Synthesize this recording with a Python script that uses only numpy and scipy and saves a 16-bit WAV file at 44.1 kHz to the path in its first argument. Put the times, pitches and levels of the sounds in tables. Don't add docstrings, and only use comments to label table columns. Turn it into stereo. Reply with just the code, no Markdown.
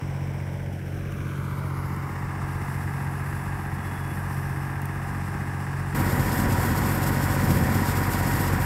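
import sys
import numpy as np
from scipy import signal
from scipy.fft import rfft, irfft, next_fast_len
from scipy.io import wavfile
from scipy.ndimage import uniform_filter1d, map_coordinates

SR = 44100
rng = np.random.default_rng(int(sys.argv[2]) if len(sys.argv) > 2 else 0)


def unload_audio(sound):
    columns = np.transpose(np.atleast_2d(sound))
    steps = np.round(np.clip(columns, -1, 1) * 32767)
    wavfile.write(sys.argv[1], SR, steps.astype(np.int16))


N = 381465

# (multiple of the firing rate [1], relative level [dB])
FAR_PIPE = [(1, -8.5), (2, 4.5), (3, 6), (4, -4.5), (5, -20), (6, -17), (7, -11), (8, -20), (9, -26),
            (10, -27), (11, -29), (12, -40)]
NEAR_PIPE = [(1, -3), (2, 4), (3, 3), (4, -8), (5, -8), (6, -8), (7, -11), (8, -20), (9, -22), (10, -17),
             (11, -20), (12, -18)]
# (multiple of the cycle rate [1], nominal far level [dB], nominal near level [dB])
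WHINE = [(13, -56, -50), (14, -56.5, -45), (16, -62, -45), (22, -61, -50), (26, -54.5, -55), (29, -63, -55),
         (34, -58, -53), (37, -56, -55), (46, -59, -60), (50, -60, -60), (54, -61, -56), (59, -62, -58),
         (62, -57.5, -44.5), (65, -63, -58), (78, -60, -56), (81, -60, -60), (87, -58, -52), (96, -55, -49),
         (105, -53, -54), (109, -64, -55), (115, -61, -57), (122, -65, -51), (129, -67, -58)]
# (frequency [Hz], relative density [dB per Hz])
FAR_RUMBLE = [(15, -33), (28, 2), (45, -0.5), (80, -2.5), (125, -2), (200, -5.5), (320, -10.5),
              (450, -22.5), (600, -22), (1000, -63)]
PLUNGE = [(20, -22), (40, -1), (70, -1), (100, 6), (150, 3.5), (220, 2.5), (300, -4.5), (420, -12.5),
          (600, -17.5), (1000, -61)]
# (frequency [Hz], relative density [dB per Hz])
FAR_BLOCK = [(200, -23), (350, -4.5), (550, -1.5), (800, 4), (950, -3), (1200, -0.5), (1400, 3),
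             (1600, 5.5), (1900, -3.5), (2300, -3.5), (2700, -12), (3200, -18), (4500, -24.5)]
NEAR_BLOCK = [(220, 1), (380, -1.5), (416, -6), (456, -3), (564, -4.5), (641, -14.5), (756, 1), (875, -7),
              (951, 1.5), (1170, -6.5), (1480, -5), (1710, -6), (1840, -2.5), (2560, -16.5), (3400, -25.5),
              (4420, -60), (7480, -120)]
# (frequency [Hz], relative density [dB per Hz])
FAR_SPRAY = [(1760, 2.5), (3000, 4.5), (3650, -3), (4200, -3.5), (5400, 3.5), (6540, -4), (7710, -3),
             (9480, -1), (11400, 2), (13300, 0), (14700, -5), (15600, -18)]
NEAR_SPRAY = [(1650, -38), (2800, 1.5), (3050, -7.5), (3300, -2), (3900, -6.5), (5270, 0.5), (6260, -7.5),
              (6870, -1.5), (7710, 0.5), (8900, -2), (11000, -3), (12000, 2.5), (12700, 4), (13500, 1),
              (15600, -10)]
# (frequency [Hz], correlation [-1 to 1])
ALIKE = [(60, 0.5), (150, 0.72), (290, .88), (640, 0.96), (1100, 0.96), (1600, 0.8), (3100, 0.2),
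         (6000, 0.14), (15000, 0.17)]
FAR_SPRAY_ALIKE = [(2000, .7), (15000, .55)]
# (frequency [Hz], left minus right [dB])
FAR_TILT = [(60, 3.5), (120, -7), (240, -9), (480, 1.5), (950, -3.5), (1500, -4.5), (2000, 0), (3000, 0),
            (5500, 3.5), (7520, 1), (15000, -1)]
NEAR_TILT = [(60, -5), (95, 3), (150, 0), (240, 8), (380, -1.5), (600, -3.5), (950, -1), (1500, -6.5),
             (2380, -0.5), (3770, 9), (5980, 5), (9470, 4.5), (15000, -1)]
# (time [s], nominal peak [dB], brightest frequency [Hz], left minus right [dB])
TICKS = [(1.1228, -29, 2800, 0), (1.964, -33, 11000, 0), (4.0786, -35, 10000, 0), (4.8179, -28, 12700, -7),
         (4.856, -25, 12700, -7)]
# (time [s], length [s], start pitch [Hz], end pitch [Hz], level before quiver [dB])
FAR_CALLS = [(1.6, .1, 650, 615, -45.5), (3.77, .39, 3365, 3400, -49.5)]
# (frequency [Hz], gain [dB])
PIT_COLOUR = [(300, 6), (520, 7), (750, 1), (1000, 12), (1300, 3.5), (1650, -0.5), (2000, 3.5), (2600, 0),
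              (3300, 2), (5500, 2)]
# (frequency [Hz], relative density [dB per Hz])
BREEZE = [(15, -30), (35, -7), (80, 15.5), (160, 6.5), (280, -7), (450, -6), (900, -50)]
# (time [s], half-width [s], level [dB])
GUSTS = [(2.85, 0.4, -36), (5.45, 0.25, -41)]
# (time [s], half-width [s], gain [dB])
SURGES = [(6.15, 0.08, 2.5), (6.48, 0.084, 7), (6.77, 0.054, 7), (7.1, 0.23, 1.5), (7.54, 0.14, 7.5),
          (7.8, 0.05, 2.5)]
# (time [s], nominal peak [dB], initial cavity pitch [Hz])
SLAPS = [(6.525, -21, 95), (6.768, -21, 125), (7.432, -20, 95), (7.503, -13, 150), (7.568, -17, 120),
         (7.634, -22, 125), (7.763, -21, 150), (7.965, -16, 215)]
# (place in the cycle [0-1], full thump [dB], full tick [dB])
STROKES = [(.195, 0, 4.5), (.285, 4.5, 4), (.35, 0, 2.5), (.55, 2, 3.5), (.67, 1, 1), (.81, 2, 0),
           (.92, 2, 1)]
# (time [s], middle level [dB], top level [dB])
HISS = [(0, -57.5, -71), (0.72, -61.5, -60.5), (1.39, -57, -56), (1.9, -59, -54), (2.33, -57, -59.5),
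        (2.55, -55, -53), (3.3, -54.5, -50.5), (3.76, -56.5, -52.5), (4.35, -53.5, -49), (4.76, -56, -55),
        (5.2, -54, -54), (5.9, -52.5, -57)]

CUT_S, CUT_SKIP = 5.945, .37
CYCLE_HZ, TOP_HZ = 15.385, 15700
FAR_EXHAUST_DB, FAR_RUMBLE_DB, FAR_CLATTER_DB, FAR_SPRAY_DB = -30.3, -38, -37, -50.5
NEAR_EXHAUST_DB, NEAR_PLUNGE_DB, NEAR_CLATTER_DB, NEAR_SPRAY_DB = -25, -31.5, -29.5, -39
BUBBLES_DB, SPLATS_DB, DRAUGHT_DB = -40.5, -50, -33.5
RISE_S, RISE_EASE_S = 0.98, 0.43
RIGHT_RISE_S, RIGHT_RISE_EASE_S = 1.2, 0.4
TURN_S, TURN_EASE_S = 1.56, 0.25
CLEAR_S, CLEAR_EASE_S = 1.22, 0.65
OPEN_S, OPEN_EASE_S, RIGHT_ECHO_SHARE = .4, .12, .5
LOW_ECHO_MS, HIGH_ECHO_MS = 0.46, 1.17
SOIL_SHARE, SOIL_TURN = .8, 1.1
ASIDE_LEAD_MS, AHEAD_LEAD_MS = 0.36, 0.11
PIT_RUMBLE_LOSS_DB, PIT_CLATTER_LOSS_DB = 5.5, 1.5
SCREEN_S, SCREEN_WIDTH_S, SCREEN_DB = 0.69, 0.24, 1.5
HISS_ECHO_SHARE, PIT_HISS_MS, CLEAR_HISS_MS, SWAY_MS = .38, .445, .308, .004
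BEAT_S, BEAT_CREST_S, BEAT_DB = 1.425, 0.19, 2
FAR_UNEVEN, NEAR_UNEVEN = .28, .5
FAR_REPEAT, NEAR_REPEAT = .4, .34
THUMP_S, TICK_S, NEAR_STROKE_SHARE = .0028, .002, .6
FAR_FLUTTER_DB, NEAR_FLUTTER_DB, LUMPS_DB, QUIVER_DB = 1.2, 1.7, 1.4, 3.2
SLAP_T60_S, CHURN_DB = .075, -6


def amp(db):
    return 10 ** (np.asarray(db) / 20)


def unit(x):
    return x / np.sqrt(np.mean(x ** 2) + 1e-20)


def along(points, hz):
    f, v = np.transpose(points)
    return np.interp(np.log(hz + 1e-3), np.log(f), v)


def wobble(rate):
    knots = rng.standard_normal(int(N * rate / SR) + 4)
    return map_coordinates(knots, [np.arange(N) * rate / SR], order=2)


def ease(middle_s, ease_s):
    return .5 + .5 * np.tanh((np.arange(N) / SR - middle_s) / (2 * ease_s))


def hump(middle_s, width_s):
    return np.exp(-((np.arange(N) / SR - middle_s) / width_s) ** 2)


def filtered(x, response):
    size = next_fast_len(N + 8192)
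    hz = np.fft.rfftfreq(size, 1 / SR)
    return irfft(rfft(x, size) * response(hz), size)[..., :N]


def delayed(x, seconds):
    return np.interp(np.arange(N) - seconds * SR, np.arange(N), x)


def spread(pair, spectrum, alike=ALIKE):
    def mid_side(hz):
        turn = np.arccos(np.clip(along(alike, hz), -1, 1)) / 2
        return amp(along(spectrum, hz)) * [np.cos(turn), np.sin(turn)]

    mid, side = filtered(pair, mid_side)
    return np.array([mid + side, mid - side]) / np.std(mid)


def ports(x, tilt):
    def response(hz):
        short = hz ** 4 / (hz ** 4 + 350 ** 4)
        return amp(np.outer([1, -1], short * along(tilt, hz)) / 2)

    return filtered(x, response)


def from_pit(crank):
    height, turn = ease(RISE_S, RISE_EASE_S), ease(TURN_S, TURN_EASE_S)
    depth = 1 - ease(CLEAR_S, CLEAR_EASE_S)

    block = over_ground(in_pit(clatter(crank, FAR_BLOCK, FAR_REPEAT), depth))
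    block /= np.sqrt(uniform_filter1d(block.mean(0) ** 2, SR // 2))
    clatter_db = FAR_CLATTER_DB - PIT_CLATTER_LOSS_DB * depth - SCREEN_DB * hump(SCREEN_S, SCREEN_WIDTH_S)
    engine = amp(clatter_db) * block
    engine += amp(FAR_EXHAUST_DB) * beating(exhaust(crank, FAR_PIPE, FAR_UNEVEN, scatter_db=0.67))
    rumble_db = FAR_RUMBLE_DB - PIT_RUMBLE_LOSS_DB * (1 - height) ** 3
    engine += amp(rumble_db) * rumble(crank, FAR_RUMBLE, throb_db=3.0)
    tones = [(multiple, far_db) for multiple, far_db, _ in WHINE]
    engine += (1 - 0.3 * depth) * over_ground(whine(crank, tones))

    left, right = engine + far_water() + calls()
    lead_ms = ASIDE_LEAD_MS + (AHEAD_LEAD_MS - ASIDE_LEAD_MS) * turn
    heard = ports(np.array([left, delayed(right, lead_ms / 1000)]), FAR_TILT)
    gusts = sum(amp(db) * hump(s, width) for s, width, db in GUSTS) * breeze(right_db=-7)
    return heard + gusts + ticks()


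def clatter(crank, spectrum, repeat, strokes=1):
    size = int(SR / CYCLE_HZ)
    pattern = unit(irfft(np.exp(2j * np.pi * rng.random((2, size // 2 + 1))), size))
    rattle = pattern[:, (crank % 1 * size).astype(int)]
    noise = np.sqrt(repeat) * rattle + np.sqrt(1 - repeat) * rng.standard_normal((2, N))
    bright = filtered(noise, lambda hz: hz ** 6 / (hz ** 6 + 1100 ** 6))

    def knock(place, width_s):
        away_s = ((crank - place + .5) % 1 - .5) / CYCLE_HZ
        return np.exp(-(away_s / width_s) ** 2)

    thump_db = sum(db * knock(place, THUMP_S) for place, db, _ in STROKES)
    tick_db = sum(db * knock(place, TICK_S) for place, _, db in STROKES)
    thumps = unit(amp(strokes * thump_db)) * (noise - bright)
    valve_ticks = unit(amp(strokes * tick_db)) * bright
    return spread(thumps + valve_ticks, spectrum)


def in_pit(x, depth):
    coloured = filtered(x, lambda hz: amp(along(PIT_COLOUR, hz)))
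    return x + depth * (coloured - x)


def over_ground(x):
    heights = ease(RISE_S, RISE_EASE_S), ease(RIGHT_RISE_S, RIGHT_RISE_EASE_S)
    soil = lambda hz: SOIL_SHARE * np.exp(1j * SOIL_TURN) / (1 + (hz / 3300) ** 4)
    bounce = filtered(x, soil) * ease(OPEN_S, OPEN_EASE_S) * [[1], [RIGHT_ECHO_SHARE]]
    lags_ms = [LOW_ECHO_MS + (HIGH_ECHO_MS - LOW_ECHO_MS) * height for height in heights]
    return x + np.array([delayed(ear, lag_ms / 1000) for ear, lag_ms in zip(bounce, lags_ms)])


def exhaust(crank, pipe, uneven, scatter_db):
    fired = np.flatnonzero(np.diff(np.floor(3 * crank)))
    cylinder = 1 + uneven * np.cos(2 * np.pi * np.arange(len(fired)) / 3)
    puffs = np.bincount(fired, cylinder * amp(scatter_db * rng.standard_normal(len(fired))), N)
    size = 2 ** 14
    hz = np.fft.rfftfreq(size, 1 / SR)
    multiples, db = np.transpose(pipe)
    gain = amp(np.interp(hz / (3 * CYCLE_HZ), [0, *multiples, 20], [-40, *db, -80]))
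    cepstrum = irfft(np.log(gain))[:size // 2]
    chamber = 62 ** 2 - hz ** 2 + 20j * hz
    ring = irfft(np.exp(rfft(2 * cepstrum, size)) * chamber.conj() / chamber)
    return unit(signal.fftconvolve(puffs, ring)[:N])


def beating(note):
    third = filtered(note, lambda hz: np.exp(-((hz / CYCLE_HZ - 9) / 1.5) ** 4))
    swing = np.cos(2 * np.pi * (np.arange(N) / SR - BEAT_CREST_S) / BEAT_S)
    return note + (amp(BEAT_DB * swing) - 1) * third


def rumble(crank, spectrum, throb_db):
    throb = amp(throb_db * np.cos(6 * np.pi * crank))
    return spread(rng.standard_normal((2, N)) * throb, spectrum)


def whine(crank, tones):
    out = np.zeros(N)
    for multiple, db in tones:
        swell = amp(1.8 * wobble(6) - .5)
        twisted = crank + .001 * wobble(12)
        tone = np.sin(2 * np.pi * (multiple * twisted + rng.random()))
        out += np.sqrt(2) * amp(db) * swell * tone
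    return out


def far_water():
    hiss = spray(FAR_SPRAY, FAR_SPRAY_ALIKE, drops_db=-10.5, flutter_db=FAR_FLUTTER_DB)
    lag_ms = PIT_HISS_MS + (CLEAR_HISS_MS - PIT_HISS_MS) * ease(TURN_S, TURN_EASE_S) + SWAY_MS * wobble(1.5)
    hiss = hiss - HISS_ECHO_SHARE * np.array([delayed(ear, lag_ms / 1000) for ear in hiss])
    top = filtered(hiss, lambda hz: hz ** 16 / (hz ** 16 + 9500. ** 16))
    s, *levels = np.transpose(HISS)
    middle_db, top_db = (np.interp(np.arange(N) / SR, s, db - np.median(db)) for db in levels)
    return amp(FAR_SPRAY_DB) * (amp(middle_db) * (hiss - top) + amp(top_db) * top)


def spray(spectrum, alike, drops_db, flutter_db):
    drops = grains(1300, 5400, 8700, cycles=0.36, scatter_db=3.5, rise=0, size=32)
    sputter = amp(flutter_db * unit(.25 * wobble(13) + wobble(36) + .7 * wobble(95)))
    fizz = unit(rng.standard_normal((2, N)) + amp(drops_db) * drops)
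    mist = filtered(fizz, lambda hz: 1 / (1 + (9000 / (hz + 1)) ** 8))
    fizz = fizz + (amp(1.1 * wobble(24)) - 1) * mist
    return sputter * spread(fizz, spectrum, alike)


def grains(rate, low_hz, high_hz, cycles, scatter_db, rise, size):
    when, pitch, weight, place = rng.random((int(rate * N / SR), 4)).T[..., None]
    hz = low_hz * (high_hz / low_hz) ** pitch
    age = hz * np.arange(size) / SR / cycles
    strength = amp(-scatter_db * np.log(0.011 + weight))
    ring = strength * np.exp(-3 * age) * np.sin(2 * np.pi * cycles * age * (1 + rise * age))
    start = (when * N).astype(int) + np.arange(size)
    lag = (place * SR * .0006).astype(int)
    ears = [np.bincount((start + d).ravel(), ring.ravel(), N)[:N] for d in (lag, lag.max() - lag)]
    return unit(np.array(ears))


def ticks():
    out, t = np.zeros((2, N)), np.arange(SR // 50) / SR
    for s, db, hz, pan_db in TICKS:
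        crack = amp(db - 60 * t / 0.0095) * rng.standard_normal((2, len(t)))
        ring = signal.lfilter(*signal.iirpeak(min(hz, TOP_HZ), 4, SR), crack)
        pan = amp([[pan_db / 2], [-pan_db / 2]])
        out[:, round(s * SR):][:, :len(t)] += pan * (ring + 0.32 * crack)
    return out


def calls():
    out, t = np.zeros(N), np.arange(N) / SR
    for s, length, start_hz, end_hz, db in FAR_CALLS:
        u = np.clip((t - s) / length, 0, 1)
        hz = (start_hz + (end_hz - start_hz) * u) * (1 + .003 * wobble(70))
        level = amp(db + QUIVER_DB * wobble(70)) * (4 * u * (1 - u)) ** .3
        out += level * np.sin(2 * np.pi * np.cumsum(hz) / SR)
    return out


def breeze(right_db):
    eddies = rng.standard_normal((2, N)) * amp(4.8 * np.array([wobble(11), wobble(12)]))
    return unit(filtered(eddies, lambda hz: amp(along(BREEZE, hz)))) * amp([[0], [right_db]])


def beside_jet(crank):
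    surge_db = sum(db * hump(s, width) for s, width, db in SURGES)
    engine = amp(NEAR_CLATTER_DB) * clatter(crank, NEAR_BLOCK, NEAR_REPEAT, NEAR_STROKE_SHARE)
    engine += amp(NEAR_EXHAUST_DB) * beating(exhaust(crank, NEAR_PIPE, NEAR_UNEVEN, scatter_db=0.9))
    engine += whine(crank, [(multiple, near_db) for multiple, _, near_db in WHINE])
    plunge_db = NEAR_PLUNGE_DB + surge_db + LUMPS_DB * wobble(22)
    plunge = amp(plunge_db) * rumble(crank, PLUNGE, throb_db=-3.5)
    draught = amp(DRAUGHT_DB + surge_db) * breeze(right_db=-6)
    bubble_rings = grains(220, 534, 2360, cycles=12.3, scatter_db=0.0, rise=0.11, size=700)[0]
    bubbles = amp(BUBBLES_DB) * unit(bubble_rings)
    splats = amp(SPLATS_DB) * grains(160, 1350, 6500, cycles=0.76, scatter_db=0.5, rise=0, size=200)
    water = splats + amp(NEAR_SPRAY_DB) * spray(NEAR_SPRAY, ALIKE, drops_db=-12, flutter_db=NEAR_FLUTTER_DB)
    return ports(engine + plunge + bubbles + water, NEAR_TILT) + slaps() + draught


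def slaps():
    out, t = np.zeros(N), np.arange(SR // 8) / SR
    # (frequency [Hz], relative level [dB])
    churn_colour = [(60, -30), (180, 0), (450, -4), (800, -30)]
    churn = unit(filtered(rng.standard_normal(N), lambda hz: amp(along(churn_colour, hz))))
    for s, db, hz in SLAPS:
        start = round(s * SR)
        thud = np.sin(2 * np.pi * hz * t * (1 + 2 * t)) + amp(CHURN_DB) * churn[start:][:len(t)]
        envelope = amp(db - 60 * t / SLAP_T60_S) * (1 - np.exp(-t / 0.0025))
        out[start:][:len(t)] += envelope * thud * 1.01
    return out


def scene():
    crank = np.cumsum(CYCLE_HZ * (1 + .0005 * wobble(5))) / SR
    close = np.clip((np.arange(N) / SR - CUT_S) / 0.0044, 0, 1)
    return (1 - close) * from_pit(crank) + close * beside_jet(crank + CUT_SKIP)


def record(dry):
    return filtered(dry, lambda hz: hz ** 6 / (hz ** 6 + 32 ** 6) * (hz < TOP_HZ))


dry = scene()
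out = record(dry)
unload_audio(out)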